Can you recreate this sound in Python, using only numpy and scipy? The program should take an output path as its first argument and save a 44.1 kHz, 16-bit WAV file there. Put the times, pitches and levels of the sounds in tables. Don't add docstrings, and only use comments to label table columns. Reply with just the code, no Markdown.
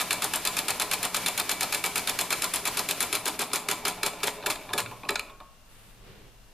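import sys
import numpy as np
from scipy import signal
from scipy.fft import rfft, irfft, next_fast_len
from scipy.io import wavfile
from scipy.ndimage import uniform_filter1d

SR = 44100
rng = np.random.default_rng(int(sys.argv[2]) if len(sys.argv) > 2 else 0)


def voltage_ratio(decibels):
    exponent = np.asarray(decibels, float) / 20
    return 10 ** exponent


def transcribe(u):
    v = np.clip(np.atleast_2d(u).T, -1, 1)
    q = np.round(v * 32767).astype(np.int16)
    wavfile.write(sys.argv[1], SR, q)


N = 287973
SIZE = next_fast_len(N + SR)
HZ = np.maximum(np.fft.rfftfreq(SIZE, 1 / SR), 1)

# open_s, knock_db, snap_db, rod_ring_db
FAST_TURNS = [(-0.0068, 6, -14.5, -47), (0.1079, -11.5, -15.5, -31), (0.2218, -12, -18, -42),
              (0.337, -13.5, -21, -43), (0.452, -18, -12.5, -43), (0.5681, -18, -11.5, -42),
              (0.6836, -12, -13.5, -38), (0.7989, -18, -13, -38), (0.914, -14, -14.5, -39),
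              (1.03, -17, -26, -41), (1.1458, -10.5, -18.5, -27.5), (1.262, -12, -15, -27),
              (1.3774, -18, -11.5, -30), (1.494, -12.5, -16, -30), (1.609, -16, -10.5, -30.5),
              (1.7254, -12, -12.5, -33), (1.8408, -14, -23, -26), (1.958, -13.5, -19, -30.5),
              (2.074, -13, -12.5, -34), (2.1899, -11, -20, -28), (2.3059, -16.5, -10.5, -27),
              (2.4212, -15.5, -13, -43), (2.538, -14.5, -22, -47), (2.6544, -15.5, -15.5, -46),
              (2.7716, -15, -15, -31), (2.8889, -17.5, -13.5, -51), (3.006, -11.5, -13, -36)]
# open_s, knock_db, shut_s, snap_db, rod_ring_db
COASTING_TURNS = [(3.1282, -13, 3.1524, -16.5, -47), (3.257, -14.5, 3.2806, -20, -52),
                  (3.393, -15, 3.418, -19, -42), (3.5337, -11.5, 3.5593, -18, -34),
                  (3.6875, -12, 3.7137, -14, -29), (3.8533, -8.5, 3.8815, -18.5, -30),
                  (4.033, -8, 4.0629, -11.5, -24), (4.2335, -9, 4.2705, -30, -47),
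                  (4.4623, -11.5, 4.5013, -12, -29), (4.7354, -9.5, 4.779, -16, -42),
                  (5.0923, -9, 5.1577, -7, -29)]
# start_s, peak_db, thump_re_peak_db, brightness_re_peak_db
LINK_SLACK = [(3.517, -23, -23, -22), (4.0053, -62, 1, -8), (4.204, -24.5, -3, -23), (4.2404, -13, -7, -6),
              (4.427, -24, -3, -32), (4.436, -24, 9.5, -40), (4.468, -19, 8, -1), (4.491, -31, 7, -33),
              (4.557, -20.5, -4, -16), (4.6912, -26, 0, -50), (4.7042, -26, 6.5, -26),
              (4.743, -33.5, 19.5, -7), (4.789, -13.5, -9, -25), (4.8026, -14, -10, -11),
              (4.861, -20.5, -7, -36), (4.913, -32.5, 13.5, -15), (5.034, -27, 6, -51),
              (5.052, -29.5, 5, -27), (5.1059, -19, 2.5, -8), (5.1948, -14, -20, -15),
              (5.299, -31.5, -1, -30), (5.4031, -35, 11, -19)]
# start_s, level_db
WHEEL_HITS = [
    (4.691, -42),
    (4.9104, -46),
    (5.035, -40.5),
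    (5.297, -46),
    (5.4019, -46),
]
# time_s, level_db
SUPPLY = [
    (0, -0.5),
    (3.0, 0),
    (3.37, -6),
    (4.05, -9),
    (4.7, -13),
    (5.1, -16.5),
    (5.3, -21),
    (5.44, -49),
    (6.53, -45),
]
# time_s, level_db
MOTION = [
    (0, -0.5),
    (2.5, -6.5),
    (4.05, -1),
    (4.7, -6),
    (5.0, -14),
    (5.3, -11),
    (5.44, -21),
    (5.8, -42),
    (6.53, -39),
]
# mode_hz, level_db, t60_s
FRAME_MODES = [(1300, -5, 0.093), (1420, 2.5, 0.046), (1740, 9, 0.0095), (1930, -10.5, 0.013),
               (2346, -7, 0.18), (2390, -0.5, 0.025), (2518, 4, 0.023), (2683, 12, 0.014),
               (2950, -4.5, 0.06), (3190, -5, 0.036), (3513, 3.5, 0.038), (3655, 8, 0.018),
               (4110, -2, 0.017), (4280, -0.5, 0.051), (4770, -4.5, 0.023), (5455, -1, 0.014),
               (7560, 9, 0.0061), (8240, -6, 0.0084), (10080, 6, 0.0095), (10750, 4.5, .008),
               (11500, -17, .012), (13000, -13, 0.018)]
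# mode_hz, level_db, t60_s
BENCH_MODES = [(601, -16, 0.36), (634.5, 0, 0.17), (727.4, 4.5, 0.091), (792, 8.5, 0.054),
               (891, 13.5, 0.035), (969.4, -4, 0.28), (1008, 9.5, 0.078), (1050, -23, 0.032),
               (1172, 5, 0.045)]
# mode_hz, level_db, t60_s
HOLLOW_MODES = [(282, -1, 0.12), (380, -60, 0.011), (418.2, 3.5, 0.11), (460, -12.5, 0.13)]
# mode_hz, level_db, t60_s
BOX_MODES = [(390, -6, .07), (411, 0, .1)]
# mode_hz, level_db, t60_s
ROD_MODES = [(2270, -3, .12), (2298, 0, .2), (2345, -4, .1)]
# mode_hz, level_db, t60_s
WHEEL_MODES = [(1080, -18, 0.22), (1094, 0, 0.28), (1067, 0, 0.14)]
# mode_hz, level_db, t60_s
VALVE_MODES = [(8785, 2, .18), (9815, 2, .07), (9790, -2, .07)]
# mode_hz, level_db, t60_s
PLANK_MODES = [(578, 1, 0.1), (620, -1, .1), (720, -4, .07)]
# mode_hz, level_db, t60_s
PANEL_MODES = [(180.8, 1.5, 0.28), (244.3, -2.5, 0.25), (315.3, 0.5, 0.34)]
BOOM_MODES = [(113.5, 0, 0.18)]
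RUB_MODES = [(204, -6.5, 0.32), (315, -4, 0.042), (428, 10.0, 0.017)]
# frequency_hz, density_db
CRACK_SPECTRUM = [(500, -51), (1000, -70), (1500, -17), (2300, -31), (4000, 18.5), (6000, 11.5),
                  (10000, 13.5), (14000, 12.5)]
# frequency_hz, density_db
AIR_SPECTRUM = [(300, -37), (1000, 9), (1800, 5), (2400, 6), (4000, 7.5), (6000, 1), (8000, 1.5),
                (10000, 1), (12000, 2.5), (14000, -6)]
# frequency_hz, density_db
HISS_SPECTRUM = [(1000, 9.5), (3000, 9.5), (5000, 5.5), (7000, 2.5), (9000, -0.5), (11000, 5.5),
                 (14000, 0.5)]
# frequency_hz, density_db
FLOOR_SPECTRUM = [(53, -42), (90, -4), (225, -3.5), (336, -15), (443, -9.5), (1080, -11), (2090, -16.5),
                  (2700, -16.5), (3010, -16), (13300, -25.5), (14500, -16.5)]
# start_s, hold_s, low_shuffle_db, cloth_db, thin_swish_db
MOVES = [
    (4.597, 0.036, -59.5, -80, -85),
    (4.794, 0.11, -52.5, -80, -85),
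    (5.726, 0.18, -68, -62.5, -65.5),
    (6.064, 0.034, -55, -58, -73),
    (6.17, .11, -60, -63.5, -80),
    (6.52, .03, -67, -76, -80),
]
# time_s, level_db
DRAUGHT = [
    (0, -66),
    (3.6, -68),
    (3.9, -58),
    (6.53, -54),
]
# frequency_hz, t60_s
ROOM_T60 = [(150, 0.24), (1000, 1), (4000, 0.52), (12000, 0.36)]
# frequency_hz, left_minus_right_db
LEAN = [(60, 1.5), (100, 0), (3700, 0), (5900, 2.5), (9400, 2.5), (14900, .5)]
# frequency_hz, side_minus_mid_db
ENGINE_APART = [(60, -8), (100, -16), (180, -39), (310, -29.5), (540, -24), (950, -26.5), (1640, -28.5),
                (2850, -22.5), (4940, -4), (8580, -3.5), (14900, -4)]
# frequency_hz, side_minus_mid_db
SHOP_APART = [(60, -7), (150, -7), (380, -8), (950, -5.5), (2370, -5), (5940, -1), (14900, 5)]

OPEN_S = 0.0218
EDGE_FOLLOWS = 0.086
SLACK_CUT_HZ = 4700
COLOUR_SPREAD_DB = 4.0
FRAME_LOW_HZ = 1050
JET_DB, JET_DIES_DB = -29, -7.5
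JET_LOSS = 2.5
COAST_THUD_DB = 11
DEAD_SNAP_DB = -30
SHAKE_LAG_S, SHAKE_RISE_S, SHAKE_DECAY_S = 0.035, 0.045, 0.03
MOVE_ATTACK_S, MOVE_RELEASE_S = 0.048, 0.062
HISS_DB, FLOOR_DB = -39.5, -58
WHINE_HZ, WHINE_DB = 2770, -70.5
CUTOFF_HZ = 14240


def knocks():
    edge = soft = frame = 0
    parts = 3
    decay = 0.0032
    contact = grit(spread_db=1.5, per_s=25000)
    top = 1 / (1 + (5500 / HZ) ** 4)
    crack = voltage_ratio(-5.0) * colour(CRACK_SPECTRUM)
    dull = 1 / (1 + (HZ / SLACK_CUT_HZ) ** 6)
    for (s, body_db, edge_db, thump_db, rise), reach in zip(blows(), (1, 1, dull)):
        mix = COLOUR_SPREAD_DB * rng.standard_normal((len(s), parts))
        mix = mix - 10 * np.log10(np.mean(voltage_ratio(2 * mix), axis=1, keepdims=True))
        for k in range(parts):
            metal = crack / parts + voltage_ratio(-14.0) * modes(FRAME_MODES[k::parts])
            hit = bursts(s, body_db + mix[:, k], rise, decay) * contact
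            frame = frame + through(hit, metal * (1 - top) * reach)
        edge = edge + bursts(s, edge_db, rise, 0.91 * decay)
        soft = soft + bursts(s + 0.0029, thump_db, 0.35 * rise, 4.1 * decay)
    bright = through(edge * contact, (crack + voltage_ratio(-5) * modes(FRAME_MODES)) * top)
    thump = through(soft * contact, modes(BENCH_MODES))
    return band(frame, FRAME_LOW_HZ, 14000) + voltage_ratio(7.0) * bright + voltage_ratio(-17.5) * thump


def rings():
    (opened, _, knock_edge, *_), (shut, _, snap_edge, *_), _ = blows()
    slower = turns()[-1]
    chance = rng.standard_normal((len(opened), 2))
    coasting = opened > COASTING_TURNS[0][0] - 0.05
    thud_db = law(-48.5, 1.5, slower) + COAST_THUD_DB * coasting
    thud = voltage_ratio(7) * struck(opened + 0.004, thud_db, BOX_MODES, soft=0.003)
    plank = struck(opened + 0.018, law(-50.5, 13.5, slower), PLANK_MODES, soft=0.0018)
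    rod_db = np.array([turn[-1] for turn in FAST_TURNS + COASTING_TURNS])
    rod = voltage_ratio(-2.5) * struck(opened, rod_db, ROD_MODES, soft=0.0002)
    head = voltage_ratio(-27.0) * struck(shut, snap_edge + 3 * chance[:, 0], VALVE_MODES, soft=0)
    head += voltage_ratio(-18.5) * struck(opened, knock_edge + 4.2 * chance[:, 1], VALVE_MODES[1:], soft=0)
    hit_s, hit_db = np.transpose(WHEEL_HITS)
    wheel = voltage_ratio(-0.5) * struck(hit_s, hit_db, WHEEL_MODES, soft=0.00036)
    return thud + plank + rod + head + wheel


def open_valve():
    t, held = np.arange(N) / SR, np.zeros(N)
    opened, _, shut, _, slower = turns()
    short = np.minimum(np.interp(opened, *np.transpose(SUPPLY)) - JET_DIES_DB, 0)
    for start, end, db in zip(opened, shut, JET_DB + JET_LOSS * short):
        a, b = max(int(start * SR), 0), int(end * SR)
        held[a:b] = voltage_ratio(db + 3.6 * (t[a:b] - end) / (end - start))
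    rattle_db = law(-30.5, 7, slower[:-1])
    after = bursts(shut[:-1] + 0.0035, rattle_db, rise=0.00063, decay=0.016)
    shake = uniform_filter1d(held, size=60) + after
    links = shake * grit(spread_db=2.0, per_s=10000) * wobble(200, 3.0)
    jet = shake * grit(spread_db=1.5, per_s=16000) * wobble(250, 2.5)
    top = 1 / (1 + (3000 / HZ) ** 4)
    body = colour(AIR_SPECTRUM) + voltage_ratio(-10) * modes(FRAME_MODES) + voltage_ratio(-13) * modes(BENCH_MODES)
    return through(links, body * np.sqrt(1 - top)) + through(jet, body * np.sqrt(top))


def running():
    motion, pressure = in_time(MOTION)[0], in_time(SUPPLY)[0]
    drum = through(grit(spread_db=0.0, per_s=1500), modes(BENCH_MODES) + modes(HOLLOW_MODES))
    bearings = shaken(-53.5, 0.8, shake_db=-50.5, per_halving_db=8.5) * rms_one(band(drum, 230, 940))
    body = modes(FRAME_MODES) + voltage_ratio(2.5) * modes(BENCH_MODES) + voltage_ratio(-9) * modes(ROD_MODES)
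    link = rms_one(band(through(grit(spread_db=3.0, per_s=2500), body), 550, 4500))
    buzz = voltage_ratio(law(-44, 0.97, motion) + np.minimum(pressure + 21, 0)) * link
    rod = through(grit(spread_db=3.0, per_s=250), modes(ROD_MODES))
    rod = voltage_ratio(law(-50.5, 0.9, motion) + 1.2 * pressure) * rod
    leak = colour(HISS_SPECTRUM) + voltage_ratio(-16) * modes(VALVE_MODES)
    hiss = through(rng.standard_normal((2, N)), leak) * wobble(12.5, 1.5)
    return bearings + buzz + rod + voltage_ratio(HISS_DB + pressure) * hiss


def drones():
    panel = rms_one(through(rng.standard_normal((2, N)), modes(PANEL_MODES)))
    boom = rms_one(through(rng.standard_normal((2, N)), modes(BOOM_MODES)))
    panel = shaken(-55.5, 1, shake_db=-51, per_halving_db=3.5) * panel
    boom = (shaken(-63.5, 0.19, shake_db=-66, per_halving_db=5) + gestures(column=2)) * boom
    return band(panel + boom, 80, 344)


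def nearby():
    rub = through(rng.standard_normal((2, N)), modes(RUB_MODES))
    shuffle = rms_one(band(rub, 91, 840)) * gestures(column=2)
    fibres = band(grit(spread_db=0.5, per_s=6700), 470, 4600)
    cloth = rms_one(band(fibres, 510, 4100)) * gestures(column=3)
    thin = band(rng.standard_normal((2, N)), 6500, 14000)
    swish = rms_one(band(thin, 6500, 14000)) * gestures(column=4)
    low_air = band(rng.standard_normal((2, N)), 12.5, 40)
    air = rms_one(band(low_air, 12, 59)) * voltage_ratio(in_time(DRAUGHT)[0])
    wander = np.cumsum(band(rng.standard_normal(N), 1.5, 30)) * 0.01
    whine = voltage_ratio(WHINE_DB) * np.sin(2 * np.pi * WHINE_HZ * np.arange(N) / SR + wander)
    floor = voltage_ratio(FLOOR_DB) * rms_one(through(rng.standard_normal((2, N)), colour(FLOOR_SPECTRUM)))
    return shuffle + cloth + swish + air + whine + floor


def workshop(x):
    t, edges = np.arange(SR // 2) / SR, 90 * 2. 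** np.arange(8)
    white = rng.standard_normal((2, len(t)))
    tail = 0
    for hz in edges:
        tail = tail + band(white, hz, min(2 * hz, 19000)) * voltage_ratio(-60 * t / at_hz(ROOM_T60, 4.9 * hz))
    tail = tail * np.clip((t - 0.004) / 0.0013, 0, 1)
    return through(x, rfft(tail / np.sqrt(np.sum(tail[0] ** 2)), SIZE))


def microphones(near, diffuse, shop):
    mid = near[0] + diffuse[0] + shop[0]
    engine_side = through(voltage_ratio(-4.0) * near[1] + voltage_ratio(2.5) * diffuse[1], voltage_ratio(at_hz(ENGINE_APART)))
    side = engine_side + through(shop[1], voltage_ratio(at_hz(SHOP_APART)))
    lean = voltage_ratio(at_hz(LEAN) / 2)
    return through(np.array([mid + side, mid - side]), np.array([lean, 1 / lean]))


def turns():
    opened, knock, snap, _ = np.transpose(FAST_TURNS)
    late = np.transpose(COASTING_TURNS)
    shut = np.r_[opened + OPEN_S, late[2]]
    opened = np.r_[opened, late[0]]
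    slower = np.log2((shut - opened) / OPEN_S)
    return opened, np.r_[knock, late[1]], shut, np.r_[snap, late[3]], slower


def blows():
    opened, knock, shut, snap, slower = turns()
    s, db, thump, bright = np.transpose(LINK_SLACK)
    knock_edge = law(-20, -6, slower) + EDGE_FOLLOWS * (knock - knock.mean())
    knock_rise = 0.00097 * 2 ** (0.66 * slower)
    snap_edge = law(-18, -7, slower ** 2) + EDGE_FOLLOWS * (snap - snap.mean())
    snap_thump = law(-14.5, 0.6, slower) + DEAD_SNAP_DB * (shut == shut[-1])
    return ((opened, knock, knock_edge, law(-46, 17, slower), knock_rise),
            (shut, snap, snap_edge, snap_thump, 0.0011),
            (s, db, db + bright, db + thump, 0.00085))


def law(base_db, slope_db, control):
    return base_db + slope_db * control


def shaken(steady_db, swing, shake_db, per_halving_db):
    opened, *_, slower = turns()
    steady = voltage_ratio(law(steady_db, swing, in_time(MOTION)[0]))
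    jolt_db = law(shake_db, per_halving_db, slower)
    return steady + bursts(opened + SHAKE_LAG_S, jolt_db, SHAKE_RISE_S, SHAKE_DECAY_S)


def struck(times, level_db, table, soft):
    push = np.zeros(N)
    inside = times > 0
    push[(times[inside] * SR).astype(int)] = voltage_ratio(level_db[inside]) * np.sqrt(0.01 * SR)
    return through(push, modes(table) / (1 + 1j * HZ * soft))


def gestures(column):
    t, out = np.arange(N) / SR, 0
    for row in MOVES:
        attack = np.minimum((t - row[0]) / MOVE_ATTACK_S, 0)
        release = np.minimum((row[0] + row[1] - t) / MOVE_RELEASE_S, 0)
        out = out + voltage_ratio(row[column]) * np.exp(attack + release)
    return out


def bursts(times, level_db, rise, decay):
    out = np.zeros(N)
    for s, db, up in np.broadcast(times, level_db, rise):
        i = np.arange(max(int((s - 8 * up) * SR), 0), min(int((s + 8 * decay) * SR), N))
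        since = i / SR - s
        out[i] += voltage_ratio(db) * np.exp(np.where(since < 0, since / up, -since / decay))
    return out


def grit(spread_db, per_s):
    sizes = voltage_ratio(spread_db * np.minimum(rng.exponential(1, N), 4)) * (rng.random(N) < per_s / SR)
    return rms_one(sizes * rng.standard_normal((2, N)))


def wobble(rate_hz, depth_db):
    return voltage_ratio(depth_db * rms_one(band(rng.standard_normal(N), rate_hz / 4, rate_hz)))


def modes(table):
    t = np.arange(SR // 2) / SR
    ring = sum(voltage_ratio(db - 60 * t / t60) * np.sin(2 * np.pi * hz * t) for hz, db, t60 in table)
    return rfft(ring / np.sqrt(np.sum(ring ** 2)), SIZE)


def colour(points):
    return rms_one(voltage_ratio(at_hz(points)))


def at_hz(points, hz=HZ):
    points = np.array(points)
    return np.interp(np.log(hz), np.log(np.maximum(points[:, 0], 1)), points[:, 1])


def in_time(rows):
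    s, *columns = np.transpose(rows)
    return [np.interp(np.arange(N) / SR, s, c) for c in columns]


def through(x, response):
    return irfft(rfft(x, SIZE) * response, SIZE)[..., :N]


def band(x, lo_hz, hi_hz):
    return signal.sosfilt(signal.butter(2, [lo_hz, hi_hz], "band", fs=SR, output="sos"), x)


def rms_one(x):
    return x / np.sqrt(np.mean(x ** 2) + 1e-20)


def scene():
    clatter = band(knocks() + rings() + open_valve(), 210, 18800)
    diffuse = voltage_ratio(-10.0) * workshop(clatter) + running() + drones()
    return microphones(clatter, diffuse, nearby())


def top_cut(x):
    return signal.sosfilt(signal.butter(12, 15490, fs=SR, output="sos"), x)


def record(dry):
    rounded = 0.38 * np.tanh(dry / 0.38)
    cut = through(rounded, 1 / (1 + (HZ / CUTOFF_HZ) ** 300) + voltage_ratio(-62))
    return top_cut(cut)


dry = scene()
out = record(dry)
transcribe(out)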